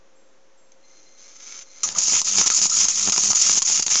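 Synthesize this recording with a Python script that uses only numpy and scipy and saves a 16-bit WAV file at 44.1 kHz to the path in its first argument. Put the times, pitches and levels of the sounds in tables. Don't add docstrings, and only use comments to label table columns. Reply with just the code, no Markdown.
import sys
import numpy as np
from scipy import signal
from scipy.fft import rfft, irfft
from scipy.io import wavfile
from scipy.ndimage import uniform_filter1d

SR = 44100
rng = np.random.default_rng(int(sys.argv[2]) if len(sys.argv) > 2 else 0)


def unload_audio(sound):
    columns = np.transpose(np.atleast_2d(sound))
    steps = np.round(np.clip(columns, -1, 1) * 32767)
    wavfile.write(sys.argv[1], SR, steps.astype(np.int16))


N = 176400
TIME = np.arange(N) / SR

# f/Hz, relative level/dB
AIR_SPECTRUM = [(40, -24), (100, -16), (150, -9), (300, -1), (500, 0), (700, -3.5), (1500, -8), (4800, -16),
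                (6300, -8.5), (7100, -15), (7800, -33), (9000, -38.5)]
SIZZLE_SPECTRUM = [(100, -34), (300, -14.5), (700, -21.5), (1000, -19), (1270, -10), (1850, -17),
                   (2250, -7), (2650, -15), (3300, -12.5), (4700, -11), (5400, -4.5), (5700, -6), (6250, 5),
                   (6750, -8.5), (7100, -2.5), (7900, -39), (8700, -35)]
FLAME_SPECTRUM = [(50, -10), (150, 3), (400, -3), (850, 0.5), (1300, -2), (2100, -4.5), (4000, -5),
                  (7000, -10), (8000, -37.5)]
CRACK_SPECTRUM = [(100, -36.5), (500, -12.5), (1100, 3.5), (1700, -5.5), (3500, 0), (7000, 3.5),
                  (8000, -11.5), (9000, -21)]
THUMP_SPECTRUM = [(25, -7.5), (75, -3.5), (130, -2.5), (200, 0.5), (380, 2), (540, -5.5), (800, 4),
                  (1300, -4), (3000, -21.5), (9000, -53.5)]
HISS_SPECTRUM = [(40, -30.5), (150, -31), (450, -33.5), (1250, -22), (1600, -27), (2400, -18.5),
                 (4000, -18), (5100, -7), (5550, -5), (6200, 0), (6900, 0.5), (7200, -4), (7600, -19.5),
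                 (8000, -28.5), (8900, -35.5)]
# multiple, relative level/dB
SQUEAL_HARMONICS = [(1, -10), (2, -1.5), (3, -3)]
BUZZ_HARMONICS = [(1, -7), (2, 2), (3, -7), (4, -7.5), (5, -11.5), (6, -17), (7, -14), (8, -15)]
# t/s, level/dB
SIZZLE_ENVELOPE = [(0.8, -70), (0.94, -55.5), (1.165, -59), (1.19, -49), (1.39, -47.5), (1.45, -42.5),
                   (1.624, -39), (1.641, -56.5), (1.825, -44.5)]
IGNITION_ENVELOPE = [(1.835, -42), (1.89, -44), (1.935, -46.5), (1.96, -41), (2.0, -39.5), (2.06, -62)]
BURN_ENVELOPE = [(1.835, -19), (1.865, -28), (1.915, -35), (1.96, -28), (2.0, -23.5), (2.09, -18),
                 (2.18, -18.5), (2.235, -28), (2.28, -19), (2.335, -23), (2.39, -14), (2.44, -20.5),
                 (2.53, -19.5), (2.575, -16), (2.65, -17), (2.72, -22), (2.815, -14.5), (2.87, -17),
                 (2.93, -21.5), (3.02, -18.5), (3.18, -23), (3.245, -16.5), (3.285, -21), (3.38, -19.5),
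                 (3.44, -17), (3.58, -17), (3.63, -19), (3.70, -18.5), (3.80, -18), (3.85, -20),
                 (3.92, -16.5), (4.0, -20.5)]
# f/Hz, level/dB
WHINE_TONES = [(536, -62.5)]
# t/s, level/dB
METAL_PINGS = [(.155, -65), (0.576, -63)]
# t/s, length/s, level/dB
ROD_SQUEALS = [(0.8, 0.25, -62), (0.98, 0.42, -61), (1.627, 0.31, -56.5)]
# t/s, relative level/dB
ROD_TICKS = [(0.719, -39.5), (1.4035, -28), (1.6128, -40)]
# crest t/s, level/dB, rise/(dB/s)
BUZZ_SWELLS = [(2.14, -49, 169), (2.401, -38, 179.5), (2.655, -46, 161.5), (2.849, -46, 166.5),
               (3.094, -41.5, 135), (3.306, -41, 154), (3.559, -46, 143), (3.788, -51.5, 149)]
# catch t/s, choke length/s, depth/dB
ARC_STALLS = [(1.949, 0.021, 12), (2.221, 0.016, 8), (2.244, 0.02, 25), (2.457, 0.011, 9),
              (2.505, 0.022, 8), (2.615, 0.021, 8.5), (2.693, 0.025, 13.5), (2.883, 0.028, 11.5),
              (2.945, 0.028, 5), (3.12, 0.013, 27), (3.348, 0.026, 13), (3.623, 0.031, 16),
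              (3.649, 0.021, 14), (3.823, 0.02, 11.5), (3.863, 0.03, 18), (3.888, 0.013, 29),
              (3.902, 0.027, 10)]
# t/s, length/s, lift/dB
ARC_FLARES = [(1.982, 0.01, 10.5), (2.458, 0.026, 7.5), (3.117, 0.019, 6.5), (3.299, 0.02, 8.5),
              (3.412, 0.015, 9)]
# t/s, f/Hz, relative level/dB
ARC_RINGS = [(1.834, 1194, -36), (1.956, 1190, -39.5), (2.44, 1280, -41.5), (2.512, 1290, -35.5),
             (2.714, 1310, -38.5), (3.126, 1275, -40), (3.309, 1215, -36)]
# t/s, relative crack level/dB, relative thump level/dB
ARC_POPS = [(1.8332,-25.5,-43), (1.889,-26.5,-41), (2.0825,-25.5,-34), (2.122,-29.5,-34), (2.134,-21,-31.5),
            (2.216,-19.5,-36.5), (2.357,-27,-47), (2.375,-33,-42), (2.3838,-18.5,-29), (2.4056,-24,-37),
            (2.414,-18.5,-27.5), (2.4623,-30,-31.5), (2.473,-21,-37), (2.5018,-19,-32.5), (2.616,-27,-42.5),
            (2.657,-32,-30.5), (2.8232,-30.5,-51), (2.855,-29.5,-37), (2.884,-27.5,-37.5),
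            (3.0767,-25.5,-28), (3.0865,-34,-27.5), (3.097,-22,-32.5), (3.1223,-21.5,-44),
            (3.1626,-23,-35.5), (3.1787,-15,-27), (3.184,-38,-30), (3.207,-25.5,-41), (3.2366,-23,-37),
            (3.305,-34,-28.5), (3.332,-23.5,-34), (3.357,-20.5,-40), (3.496,-22.5,-30), (3.575,-41,-29.5),
            (3.62,-22,-37.5), (3.7009,-32,-35), (3.7971,-25,-28), (3.8651,-29,-34.5), (3.881,-24,-37),
            (3.9561,-18.5,-29.5)]

STRIKE_S = ARC_POPS[0][0]
BUZZ_HZ, MAINS_CREST_S = 100, .0065


def amp(db):
    return 10 ** (np.asarray(db) / 20)


def unit(x):
    return x / np.sqrt(np.mean(x ** 2) + 1e-20)


def add(mix, start_s, sound):
    part = mix[max(round(start_s * SR), 0):][:len(sound)]
    part += sound[:len(part)]


def colour(x, spectrum, size=4096):
    hz, db = np.transpose(spectrum)
    bins_hz = abs(np.fft.fftfreq(size, 1 / SR)) + 1
    log_gain = np.log(amp(np.interp(np.log(bins_hz), np.log(hz), db)))
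    response = np.exp(np.conj(signal.hilbert(log_gain)))
    taps = np.fft.ifft(response).real[:size // 2]
    return signal.oaconvolve(x, taps / np.linalg.norm(taps))[:len(x)]


def wander(cutoff_hz):
    rolloff = 1 + (np.fft.rfftfreq(N, 1 / SR) / cutoff_hz) ** 4
    return unit(irfft(rfft(rng.standard_normal(N)) / rolloff, N))


def sparks(per_s, spread_db):
    size = amp(spread_db * np.minimum(rng.exponential(1, N), 4))
    return unit(size * rng.choice([-1, 1], N) * (rng.random(N) < per_s / SR))


def burst(decay_s, size=1024):
    return rng.choice([-1, 1], size) * np.exp(-TIME[:size] / decay_s)


def hollow(hz, stage_width_hz=176):
    b, a = signal.iirpeak(hz, hz / stage_width_hz, SR)
    return unit(signal.lfilter(b, a, signal.lfilter(b, a, rng.standard_normal(N))))


def background(air_db=-61):
    whine = np.zeros(N)
    for hz, db in WHINE_TONES:
        level = amp(db + 2 * wander(16))
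        cycles = np.cumsum(hz + 5 * wander(18.3)) / SR
        whine += level * np.sin(2 * np.pi * cycles)
    return amp(air_db) * unit(colour(rng.standard_normal(N), AIR_SPECTRUM)) + whine


def room(x, t60_s=.15, echoes_per_s=2500, gain_db=-10):
    t = TIME[:SR // 2]
    taps = rng.choice([-1, 1], len(t)) * (rng.random(len(t)) < echoes_per_s / SR)
    taps = taps * (t > .002) * amp(-60 * t / t60_s)
    return amp(gain_db) * signal.oaconvolve(x, taps / np.linalg.norm(taps))[:N]


def pings(hz=7432, t60_s=.75):
    out = np.zeros(N)
    for s, db in METAL_PINGS:
        add(out, s, amp(db - 60 * TIME / t60_s) * np.sin(2 * np.pi * hz * TIME))
    return out


def squeals(hz=2085, waver=.0093):
    level = np.zeros(N)
    for s, length_s, db in ROD_SQUEALS:
        add(level, s, amp(db) * signal.windows.tukey(int(length_s * SR), .5))
    phase = 2 * np.pi * np.cumsum(hz * (1 + waver * wander(250))) / SR
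    return level * sum(amp(db + 3.8 * wander(40)) * np.sin(k * phase) for k, db in SQUEAL_HARMONICS)


def contact(tick_gain_db=-9.5):
    level_db = np.interp(TIME, *np.transpose(SIZZLE_ENVELOPE), left=-100) + .63 * wander(90)
    drive = amp(level_db) * (TIME < STRIKE_S) * sparks(per_s=2400, spread_db=3.2)
    for s, db in ROD_TICKS:
        add(drive, s, amp(db + tick_gain_db) * burst(decay_s=.0047))
    return colour(drive, SIZZLE_SPECTRUM)


def ignition():
    level = amp(np.interp(TIME, *np.transpose(IGNITION_ENVELOPE), left=-120, right=-120))
    return colour(level * sparks(per_s=1200, spread_db=4), FLAME_SPECTRUM)


def buzz(collapse_db_per_s=904):
    level = np.zeros(N)
    for crest_s, db, rise_db_per_s in BUZZ_SWELLS:
        t = TIME - crest_s
        level += amp(db - np.maximum(-t * rise_db_per_s, t * collapse_db_per_s))
    cycles = BUZZ_HZ * (TIME - MAINS_CREST_S) + .0096 * wander(30)
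    return level * np.sqrt(2) * sum(amp(db) * np.cos(2 * np.pi * k * cycles) for k, db in BUZZ_HARMONICS)


def burn(choke_exponent=.21, smooth_s=.0016):
    change_db = np.zeros(N)
    for catch_s, length_s, depth_db in ARC_STALLS:
        choke = np.linspace(0, 1, int(length_s * SR)) ** choke_exponent
        add(change_db, catch_s - length_s, -depth_db * choke)
    for s, length_s, lift_db in ARC_FLARES:
        add(change_db, s, lift_db * signal.windows.tukey(int(length_s * SR), .5))
    change_db = uniform_filter1d(change_db, int(smooth_s * SR) + 1)
    return amp(np.interp(TIME, *np.transpose(BURN_ENVELOPE)) + change_db) * (TIME > STRIKE_S)


def rings(bed_hz=1308, bed_db=-36.5, rise_s=.00079, decay_s=.013, ring_gain_db=5.5):
    out = burn() * amp(bed_db + 5.7 * wander(40)) * hollow(bed_hz)
    t = TIME[:SR // 10]
    envelope = (1 - np.exp(-t / rise_s)) ** 2 * np.exp(-t / decay_s)
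    envelope /= envelope.max()
    rms = np.sqrt(np.mean(envelope ** 2))
    for s, hz, db in ARC_RINGS:
        add(out, s, amp(db + ring_gain_db) * rms * unit(envelope * hollow(hz)[:len(t)]))
    return out


def pops(crack_gain_db=7, thump_gain_db=22, snap_gain_db=10):
    crack, thump, snap = np.zeros((3, N))
    for s, crack_db, thump_db in ARC_POPS:
        add(crack, s, amp(crack_db + crack_gain_db) * burst(decay_s=.00095))
        add(thump, s, amp([thump_db + thump_gain_db]))
        add(snap, s, amp(crack_db + snap_gain_db) * burst(decay_s=.0015))
    return colour(crack, CRACK_SPECTRUM) + colour(thump, THUMP_SPECTRUM) + colour(snap, HISS_SPECTRUM)


def shimmer(x, bands=9, depth_db=2, rate_hz=22.7):
    hz, spectrum = np.fft.rfftfreq(N, 1 / SR), rfft(x)
    centres_hz = np.linspace(3500, 7500, bands)
    out = np.zeros(N)
    for weights in np.eye(bands):
        band = irfft(spectrum * np.interp(hz, centres_hz, weights), N)
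        out += band * unit(amp(depth_db * wander(rate_hz)))
    return out


def saturate(x, ceiling=.36, window_s=.0005):
    envelope = np.sqrt(2 * abs(uniform_filter1d(x ** 2, int(window_s * SR))))
    return x / (1 + (envelope / ceiling) ** 4) ** (1 / 4)


def arc(mains_depth=.1, flicker_db=3.64, flicker_hz=181, hiss_gain_db=.5, crack_db=-20, thump_db=-33):
    level = burn() * (1 + mains_depth * np.cos(2 * np.pi * BUZZ_HZ * (TIME - MAINS_CREST_S)))
    flicker = unit(amp(flicker_db * np.minimum(wander(flicker_hz), .5)))
    discharges = shimmer(sparks(per_s=18000, spread_db=3.5))
    hiss = amp(hiss_gain_db) * colour(level * flicker * discharges, HISS_SPECTRUM)
    spits = level * sparks(per_s=160, spread_db=1.5)
    cracks = amp(crack_db) * colour(spits, CRACK_SPECTRUM)
    thumps = amp(thump_db) * colour(spits, THUMP_SPECTRUM)
    return saturate(hiss) + cracks + thumps


def scene():
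    bench = arc() + ignition() + pops() + rings() + contact() + squeals() + pings()
    return (bench + room(bench) + buzz() + background())[None]


def record(dry, limit_db=-7.5, half_window_s=.0024, ceiling=.8, dc_offset=-.0034, cutoff_hz=9150):
    window = signal.windows.hann(2 * int(half_window_s * SR) + 1)
    power = signal.oaconvolve(dry[0] ** 2, window / window.sum(), "same")
    over_db = np.maximum(10 * np.log10(abs(power) + 1e-12) - limit_db, 0)
    limited = dry * amp(-over_db)
    clipped = limited / (1 + (limited / ceiling) ** 6) ** (1 / 6)
    lowpass = signal.firwin(301, cutoff_hz, window=("kaiser", 9), fs=SR)
    return signal.oaconvolve(clipped + dc_offset, lowpass[None], "same")


dry = scene()
out = record(dry)
unload_audio(out)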